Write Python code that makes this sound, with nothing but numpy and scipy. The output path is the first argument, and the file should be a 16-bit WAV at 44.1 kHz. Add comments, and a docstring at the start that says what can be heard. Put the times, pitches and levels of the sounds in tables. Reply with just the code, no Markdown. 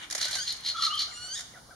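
"""Far chatter and a low coo open over faint rumble and hiss; then wings clatter as birds quarrel in woodland.
One bird scolds in rasps, rattles of falling chirps and noise puffs; another squeals twice, breaking hoarse.
A low trill and short whistles cut in as gliding tones, and a distant bird yelps in rough arched notes.
Feather claps, twig ticks and the air are coloured noise; the trees answer calls and wings with decaying noise.
"""
import sys
import numpy as np
from scipy import signal
from scipy.fft import rfft, irfft, next_fast_len
from scipy.io import wavfile
from scipy.ndimage import map_coordinates

SR = 44100
rng = np.random.default_rng(int(sys.argv[2]) if len(sys.argv) > 2 else 0)


def file_out(sig):
    """Save sig as 16-bit WAV at sys.argv[1]."""
    # one column per channel
    cols = np.atleast_2d(sig).T
    # limit, then scale
    lim = np.clip(cols, -1, 1)
    pcm = np.round(lim * 32767).astype(np.int16)
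    wavfile.write(sys.argv[1], SR, pcm)


N = 77175
T = np.arange(N) / SR
SIDES = np.array([[0.5], [-0.5]])  # left, right


def amp(db):
    """Decibels to gain."""
    return 10 ** (np.asarray(db) / 20)


def unit(x):
    """Scale to rms 1."""
    return x / np.sqrt(np.mean(x ** 2) + 1e-20)


def along(points, hz):
    """Read a curve of (f/Hz, value) points on a log frequency axis."""
    f, value = np.transpose(points)
    return np.interp(np.log(hz + 1), np.log(f + 1), value)


def wobble(rate):
    """A smooth random curve through `rate` random knots a second."""
    knots = rng.standard_normal(int(N * rate / SR) + 4)
    return map_coordinates(knots, [T * rate])


def filtered(x, response):
    """Shape the spectrum of x by a response of frequency."""
    m = next_fast_len(N + SR // 2)
    spectrum = rfft(x, m) * response(np.fft.rfftfreq(m, 1 / SR))
    return irfft(spectrum, m)[..., :N]


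def noise(colour):
    """Noise of rms 1, coloured by (f/Hz, level/dB) points."""
    white = rng.standard_normal(N)
    return unit(filtered(white, lambda hz: amp(along(colour, hz))))


def wide_noise(colour, side_db):
    """Stereo noise of rms 1: a middle plus a side signal of opposite sign left and right."""
    middle = noise(colour)
    side = amp(side_db) * noise(colour) * np.array([[1], [-1]])
    return unit(middle + side)


def level(rows):
    """Gain fader from the first (t/s) and last (level/dB) columns, silent outside."""
    rows = np.array(rows)
    t, db = rows[:, 0], rows[:, -1]
    return amp(np.interp(T, t, db)) * (T > t[0]) * (T < t[-1])


def pitch(rows):
    """Gliding pitch from the first two columns (t/s, f/Hz)."""
    return np.interp(T, *np.transpose(rows)[:2])


def gate(start, length, attack, release):
    """Smooth rise, hold and fall."""
    rise = (1 + np.tanh(2 * (T - start) / attack)) / 2
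    fall = (1 - np.tanh(2 * (T - start - length) / release)) / 2
    return rise * fall


def swell(start, length, attack, release):
    """Exponential rise, hold and exponential fall."""
    before = np.minimum(T - start, 0)
    after = np.maximum(T - start - length, 0)
    return np.exp(before / attack - after / release)


def burst(start, rise, decay):
    """A sudden rise and an exponential fall."""
    t = np.maximum(T - start, 0)
    return (1 - np.exp(-t / rise)) * np.exp(-t / decay)


def voice(hz, partials_db):
    """Sum of sine harmonics riding on a moving pitch."""
    phase = 2 * np.pi * np.cumsum(hz) / SR
    return np.sqrt(2) * sum(amp(db) * np.sin(k * phase) for k, db in enumerate(partials_db, 1))


# Scolding rasps: first strong pulse [t/s], length [s], pulse rate [f/Hz], [level/dB]
RASPS = [(0.2153, 0.042, 70, -31.5), (0.331, 0.023, 74, -32.5), (.479, 0.032, 70, -32),
         (.663, 0.037, 77.5, -30.3), (0.825, 0.035, 71, -27), (0.994, 0.028, 74, -28)]
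# Harmonics of the rasp, from the fundamental up [level/dB]
RASP_PARTIALS = [-28, 0.5, -34, -51, -23]
# Colour of hoarse breath, shared with squeals and whistles: [f/Hz], [level/dB]
HOARSE_NOISE = [(500, -27.5), (1300, -21.5), (1900, -8), (2400, -11), (3100, -1.5), (4400, 2), (5400, -3.5),
                (6400, -5), (7500, -12), (10500, -21), (12500, -29), (15000, -59)]
RASP_HZ, RASP_JITTER = 2107, 0.052  # pitch, and its roughness as a fraction
RATTLE_SAG = 0.11  # fraction of pitch lost through a pulse
RATTLE_SHARPNESS, RATTLE_FLOOR = 1.1, 0.39  # narrowness of a pulse, floor added under it
RASP_NOISE_DB, RASP_GRAIN_DB = -2.5, 2
RASP_ATTACK_S, RASP_RELEASE_S = 0.013, 0.018


def rasps():
    """Each rasp is a rattle of rough, falling chirps with a grainy puff of noise on each."""
    out = np.zeros(N)
    for start, length, rate, db in RASPS:
        # place in the pulse, -0.5 to 0.5, strongest at 0
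        cycle = ((T - start) * rate + 0.017 * wobble(60) + 0.5) % 1 - 0.5
        pulse = RATTLE_FLOOR + np.exp(RATTLE_SHARPNESS * (np.cos(2 * np.pi * cycle) - 1))
        hz = RASP_HZ * (1 - RATTLE_SAG * cycle + RASP_JITTER * wobble(1500))
        chirps = pulse * voice(hz, RASP_PARTIALS)
        grain = unit(noise(HOARSE_NOISE) * amp(RASP_GRAIN_DB * wobble(700)))
        puffs = amp(RASP_NOISE_DB) * np.sqrt(pulse) * grain
        envelope = swell(start, length, RASP_ATTACK_S, RASP_RELEASE_S)
        out += amp(db) * envelope * unit(chirps + puffs)
    return out


# Glide of each squeal: [t/s], pitch [f/Hz], [level/dB]
SHORT_SQUEAL = [(.374, 1470, -47), (.388, 1494, -36), (.41, 1592, -41), (.432, 1665, -40.5),
                (.443, 1860, -46), (.455, 1780, -57)]
LONG_SQUEAL = [(1.08, 1405, -55), (1.148, 1417, -50.5), (1.22, 1455, -44.5), (1.28, 1480, -43.5),
               (1.328, 1560, -40), (1.348, 1648, -38.5), (1.362, 1852, -40), (1.392, 1805, -41.5),
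               (1.43, 1800, -73)]
# Throat resonance of each squeal: [f/Hz], [level/dB]
SHORT_THROAT = [(1500, -8.5), (1850, -8.5), (3100, -7.5), (3600, -4), (4600, 1.5), (5300, -2), (6000, -11),
                (6600, 3.5), (7600, -14), (9800, -10.5), (13000, -36)]
LONG_THROAT = [(1410, -4), (1500, -16.5), (1850, -7.5), (2830, -10.5), (2950, -4), (3200, -9), (3600, -1.5),
               (4500, 1.5), (5800, -6), (6700, 2), (7300, -5), (9000, -13.5), (10500, -21.5), (13000, -37)]
SQUEAL_BREAK_HZ = 1716
SQUEAL_JITTER, BREAK_JITTER = 0.006, 0.04  # pitch roughness as a fraction: always, and added past the break
SQUEAL_NOISE_DB, SQUEAL_WAVER_DB = -15, 2.6


def squeal(rows, throat):
    """A nasal rising call: the throat weights eight harmonics, hoarse once the pitch breaks upward."""
    hz = pitch(rows)
    broken = 0.5 + 0.5 * np.tanh((hz - SQUEAL_BREAK_HZ) / 60)
    partials = [along(throat, k * hz) + SQUEAL_WAVER_DB * wobble(34.9) for k in range(1, 9)]
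    jitter = SQUEAL_JITTER + BREAK_JITTER * broken
    tone = voice(hz * (1 + jitter * wobble(900)), partials)
    breath = amp(SQUEAL_NOISE_DB) * noise(HOARSE_NOISE)
    return level(rows) * (tone + breath)


# Trill notes: start [t/s], length [s], top pitch [f/Hz], bottom pitch [f/Hz], [level/dB]
TRILL = [(0.749, 0.019, 1355, 1186, -35), (0.779, 0.026, 1375, 1131, -32.5),
         (.822, .022, 1350, 1145, -31.3), (.865, 0.0226, 1330, 1157, -30.5), (.895, 0.041, 1245, 1150, -35)]
TRILL_CREST, TRILL_EDGE_S = 0.15, 0.017  # crest as a fraction of the note, fade in and out


def trill():
    """Quick, pure notes that each round a crest and slide down."""
    out = np.zeros(N)
    for start, length, top_hz, bottom_hz, db in TRILL:
        u = np.clip((T - start) / length, -0.5, 1.5)
        height = (1 + np.cos(np.pi * (u - TRILL_CREST))) / 2
        hz = bottom_hz + (top_hz - bottom_hz) * height
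        out += amp(db) * gate(start, length, TRILL_EDGE_S, TRILL_EDGE_S) * voice(hz, [0])
    return out


# Glide of each whistle: [t/s], pitch [f/Hz], [level/dB]
WHISTLE = [(.888, 2720, -56), (.91, 2865, -34), (.925, 3012, -39), (.945, 3165, -28.5), (.96, 3216, -38.5),
           (.978, 3086, -28), (.992, 2900, -57)]
FAINT_WHISTLE = [(.745, 3380, -61), (.768, 3377, -44), (.795, 3420, -41.5), (.82, 3305, -41)]
# Harmonics at the top of the arch, from the fundamental up [level/dB]
WHISTLE_PARTIALS = [0, -15, -16]
WHISTLE_FADE_DB_PER_HZ = 0.2  # the overtones weaken below the top of the arch


def whistle(rows, jitter, noise_db):
    """A thin, wavering arch, more or less hoarse; its overtones bloom only at the top."""
    hz = pitch(rows)
    fade_db = WHISTLE_FADE_DB_PER_HZ * (hz.max() - hz)
    partials = [db - fade_db * (k > 0) for k, db in enumerate(WHISTLE_PARTIALS)]
    tone = voice(hz * (1 + jitter * wobble(900)), partials)
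    breath = amp(noise_db) * noise(HOARSE_NOISE)
    return level(rows) * (tone + breath)


# Wing claps, before doubling: [t/s], [level/dB]
CLAPS = [(.1, -39.5), (0.1087, -31.5), (.125, -31.5), (0.1496, -28.5), (0.179, -33.5), (0.211, -34),
         (0.227, -38), (0.252, -32), (0.282, -37.5), (0.31, -35), (0.328, -41), (0.353, -31.5),
         (0.384, -45), (1.376, -40), (1.392, -37.5), (1.407, -40)]
# Feather rustle fader: [t/s], [level/dB]
RUSTLE = [(.095, -76), (.12, -68), (.17, -44.5), (.22, -38), (.3, -45), (.37, -43), (.41, -48),
          (.58, -50.5)]
# Colour of claps and rustle: [f/Hz], [level/dB]
FEATHERS = [(100, -14), (420, -13.5), (730, -8), (1000, -12), (1800, -0.5), (3000, -9.5), (4400, 1.5),
            (6600, 2.5), (8500, -3.5), (11000, -9), (13000, -20), (15500, -38)]
# Hollow throbs of the wing strokes: [t/s], [level/dB]
THROBS = [(.123, -46), (.149, -39.5), (.225, -49), (.25, -40), (.329, -43), (.352, -39.5)]
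CLAP_RISE_S, CLAP_DECAY_S = 0.0008, 0.0058
THROB_HZ, THROB_RISE_S, THROB_DECAY_S = 725, 0.004, 0.0095


def wings():
    """Feathers clap and rustle as bursts and flutters of noise; strong strokes add a hollow, rough throb."""
    claps = 2 * sum(amp(db) * burst(start, CLAP_RISE_S, CLAP_DECAY_S) for start, db in CLAPS)
    rustle = level(RUSTLE) * amp(4.2 * wobble(121.0))
    feathers = (claps + rustle) * wide_noise(FEATHERS, side_db=-2.0)
    throbs = sum(amp(db) * burst(start, THROB_RISE_S, THROB_DECAY_S) for start, db in THROBS)
    return feathers + throbs * voice(THROB_HZ * (1 + 0.15 * wobble(420)), [0])


# Twig ticks, before doubling: [t/s], [level/dB], left over right [level/dB]
TICKS = [(0.5253, -33, 11.5), (.608, -42, 13.5), (0.941, -42, 4), (.955, -35.5, 7.5)]
# Colour of a snapping twig: [f/Hz], [level/dB]
TWIG = [(800, -26), (3000, -15), (6000, -2), (8000, 2), (10000, 7), (13000, -13), (16000, -34)]
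TICK_RISE_S, TICK_DECAY_S = 0.00048, 0.0013


def ticks():
    """Dry, bright snaps of twigs: very short bursts of noise."""
    snaps = np.zeros((2, N))
    for start, db, pan_db in TICKS:
        snaps += 2 * amp(db + pan_db * SIDES) * burst(start, TICK_RISE_S, TICK_DECAY_S)
    return wide_noise(TWIG, side_db=5.5) * snaps


# Distant yelps: middle [t/s], [level/dB]
YELPS = [(.718, -55.5), (.916, -57.5), (1.096, -54), (1.262, -53.5), (1.415, -56.5), (1.567, -53),
         (1.715, -52.5)]
# Harmonics at the top of the arch, from the fundamental up [level/dB]
YELP_PARTIALS = [-7, 0, -18]
YELP_HZ, YELP_DROP, YELP_S = 745, 0.39, 0.064  # top pitch, fraction lost at the ends, length


def yelps():
    """Short, rough arched notes from far away; the overtones fade away from the top."""
    out = np.zeros(N)
    for middle, db in YELPS:
        u = np.clip(2 * (T - middle) / YELP_S, -1, 1)
        effort = np.cos(np.pi * u / 2) + 1e-9
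        partials = [p + 13 * k * np.log(effort) for k, p in enumerate(YELP_PARTIALS)]
        hz = YELP_HZ * (1 - YELP_DROP * u ** 2 + 0.0511 * wobble(600))
        envelope = (1 - u ** 2) ** (1 / 4)
        roughness = unit(amp(4.3 * wobble(260)))
        out += amp(db) * envelope * roughness * voice(hz, partials)
    return out


# Faint slurred notes: start [t/s], length [s], start pitch [f/Hz], end pitch [f/Hz], [level/dB]
CHIRPS = [(0.261, 0.045, 1474, 1560, -46.5), (.36, 0.054, 1601, 1471, -45),
          (1.111, 0.0272, 2340, 1797, -53), (1.539, 0.017, 2070, 1750, -55)]
# Far low coo: [t/s], pitch [f/Hz], [level/dB]
COO = [(.02, 341, -72), (.045, 329.5, -60.5), (.115, 291, -63), (.15, 281, -64)]


def far_calls():
    """Faint slurred notes of other birds and one low coo, all gliding sines."""
    out = level(COO) * voice(pitch(COO) * (1 + 0.065 * wobble(82)), [0])
    for start, length, start_hz, end_hz, db in CHIRPS:
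        hz = np.interp(T, [start, start + length], [start_hz, end_hz])
        out += amp(db) * gate(start, length, 0.0056, 0.0071) * voice(hz, [0])
    return out


# Colours of the rumble and the leaf hiss: [f/Hz], [level/dB]
RUMBLE = [(20, -11), (54, 0), (97, 0.5), (200, -5.5), (310, -6), (450, -19), (900, -13.5), (2000, -120)]
HISS = [(150, -49), (420, -5.5), (680, -6), (1050, -5.5), (1600, -8.5), (2400, -17.5), (4200, -8),
        (6300, -9.5), (7400, -13.5), (10300, -11.5), (12000, -21.5), (15500, -25.5)]
# Far chatter fader: [t/s], [level/dB]
CHATTER = [(0, -46), (.035, -40), (.09, -51.5), (.22, -38.5), (.37, -43), (.42, -50.5), (.55, -49),
           (.62, -49.5), (1.1, -54), (1.45, -57.5), (1.6, -60.5)]
# Colour of the chatter: [f/Hz], [level/dB]
CHATTER_COLOUR = [(400, -22.5), (1000, -4.5), (1900, 0.5), (2500, 1), (3600, 1), (5000, -15.5),
                  (6500, -10.5), (9000, -16), (15000, -47)]
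RUMBLE_DB, HISS_DB = -59.5, -55.5


def background():
    """Low rumble, leaf hiss and a wash of far chatter, all coloured noise."""
    rumble = amp(RUMBLE_DB) * wide_noise(RUMBLE, side_db=-8.5)
    hiss = amp(HISS_DB) * wide_noise(HISS, side_db=-1.5)
    flutter = amp(1.1 * wobble(50.4))
    chatter = level(CHATTER) * flutter * wide_noise(CHATTER_COLOUR, side_db=-1.5)
    return rumble + hiss + chatter


# Ring of the trees: [f/Hz], time to fall 60 dB [s]
WOODS = [(300, 0.38), (1200, 0.75), (3000, 0.5), (6000, 0.64), (12000, 0.5)]
LEFT_LEAD_S = 0.00002


def woods(x, near_db, tail_db, pan_db=0, near_s=0.16):
    """Direct sound, quick scatter from nearby leaves and trunks, and the long answer of the trees."""
    hz, t, z = signal.stft(rng.standard_normal((2, SR)), SR, nperseg=256)
    tail_fade = amp(-60 * t / along(WOODS, hz)[:, None])
    tail = signal.istft(z * tail_fade, SR, nperseg=256)[1][:, :SR]
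    near = rng.standard_normal((2, SR)) * amp(-60 * np.arange(SR) / SR / near_s)
    answer = amp(tail_db) * tail / np.linalg.norm(tail[0])
    answer += amp(near_db) * near / np.linalg.norm(near[0])
    # positive pan is louder on the left
    direct = filtered(x, lambda f: amp(pan_db * SIDES) * np.exp(2j * np.pi * f * LEFT_LEAD_S * SIDES))
    return direct + signal.fftconvolve(np.atleast_2d(x), answer, axes=1)[:, :N]


def scene():
    """Mix every bird at its own depth among the trees, with dry ticks and background."""
    squeals = squeal(SHORT_SQUEAL, SHORT_THROAT) + squeal(LONG_SQUEAL, LONG_THROAT)
    whistles = whistle(WHISTLE, jitter=0.0156, noise_db=-13.5)
    whistles += whistle(FAINT_WHISTLE, jitter=0.043, noise_db=-1.0)
    return (woods(rasps(), near_db=-5.5, tail_db=-6.5, pan_db=1.5)
            + woods(squeals, near_db=-6, tail_db=-4.5)
            + woods(trill(), near_db=-14, tail_db=-3.0, pan_db=-1.5)
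            + woods(whistles, near_db=-5.5, tail_db=-6.0, pan_db=3.5)
            + woods(wings(), near_db=-8.0, tail_db=-14.0, pan_db=-1.5)
            + ticks()
            + woods(yelps() + far_calls(), near_db=-4, tail_db=-10)
            + background())


# Narrow dips in the spectrum: centre [f/Hz], width [f/Hz]
NOTCHES = [(2610, 334), (7750, 775)]
TOP_HZ = 15780


def record(dry):
    """Two narrow notches and a sharp band limit."""
    def response(f):
        """Each notch is a Gaussian dip in gain; nothing passes from TOP_HZ up."""
        gain = 1.0 * (f < TOP_HZ)
        for hz, width in NOTCHES:
            gain *= 1 - 0.88 * np.exp(-((f - hz) / (width / 2)) ** 2)
        return gain
    return filtered(dry, response)


dry = scene()
out = record(dry)
file_out(out)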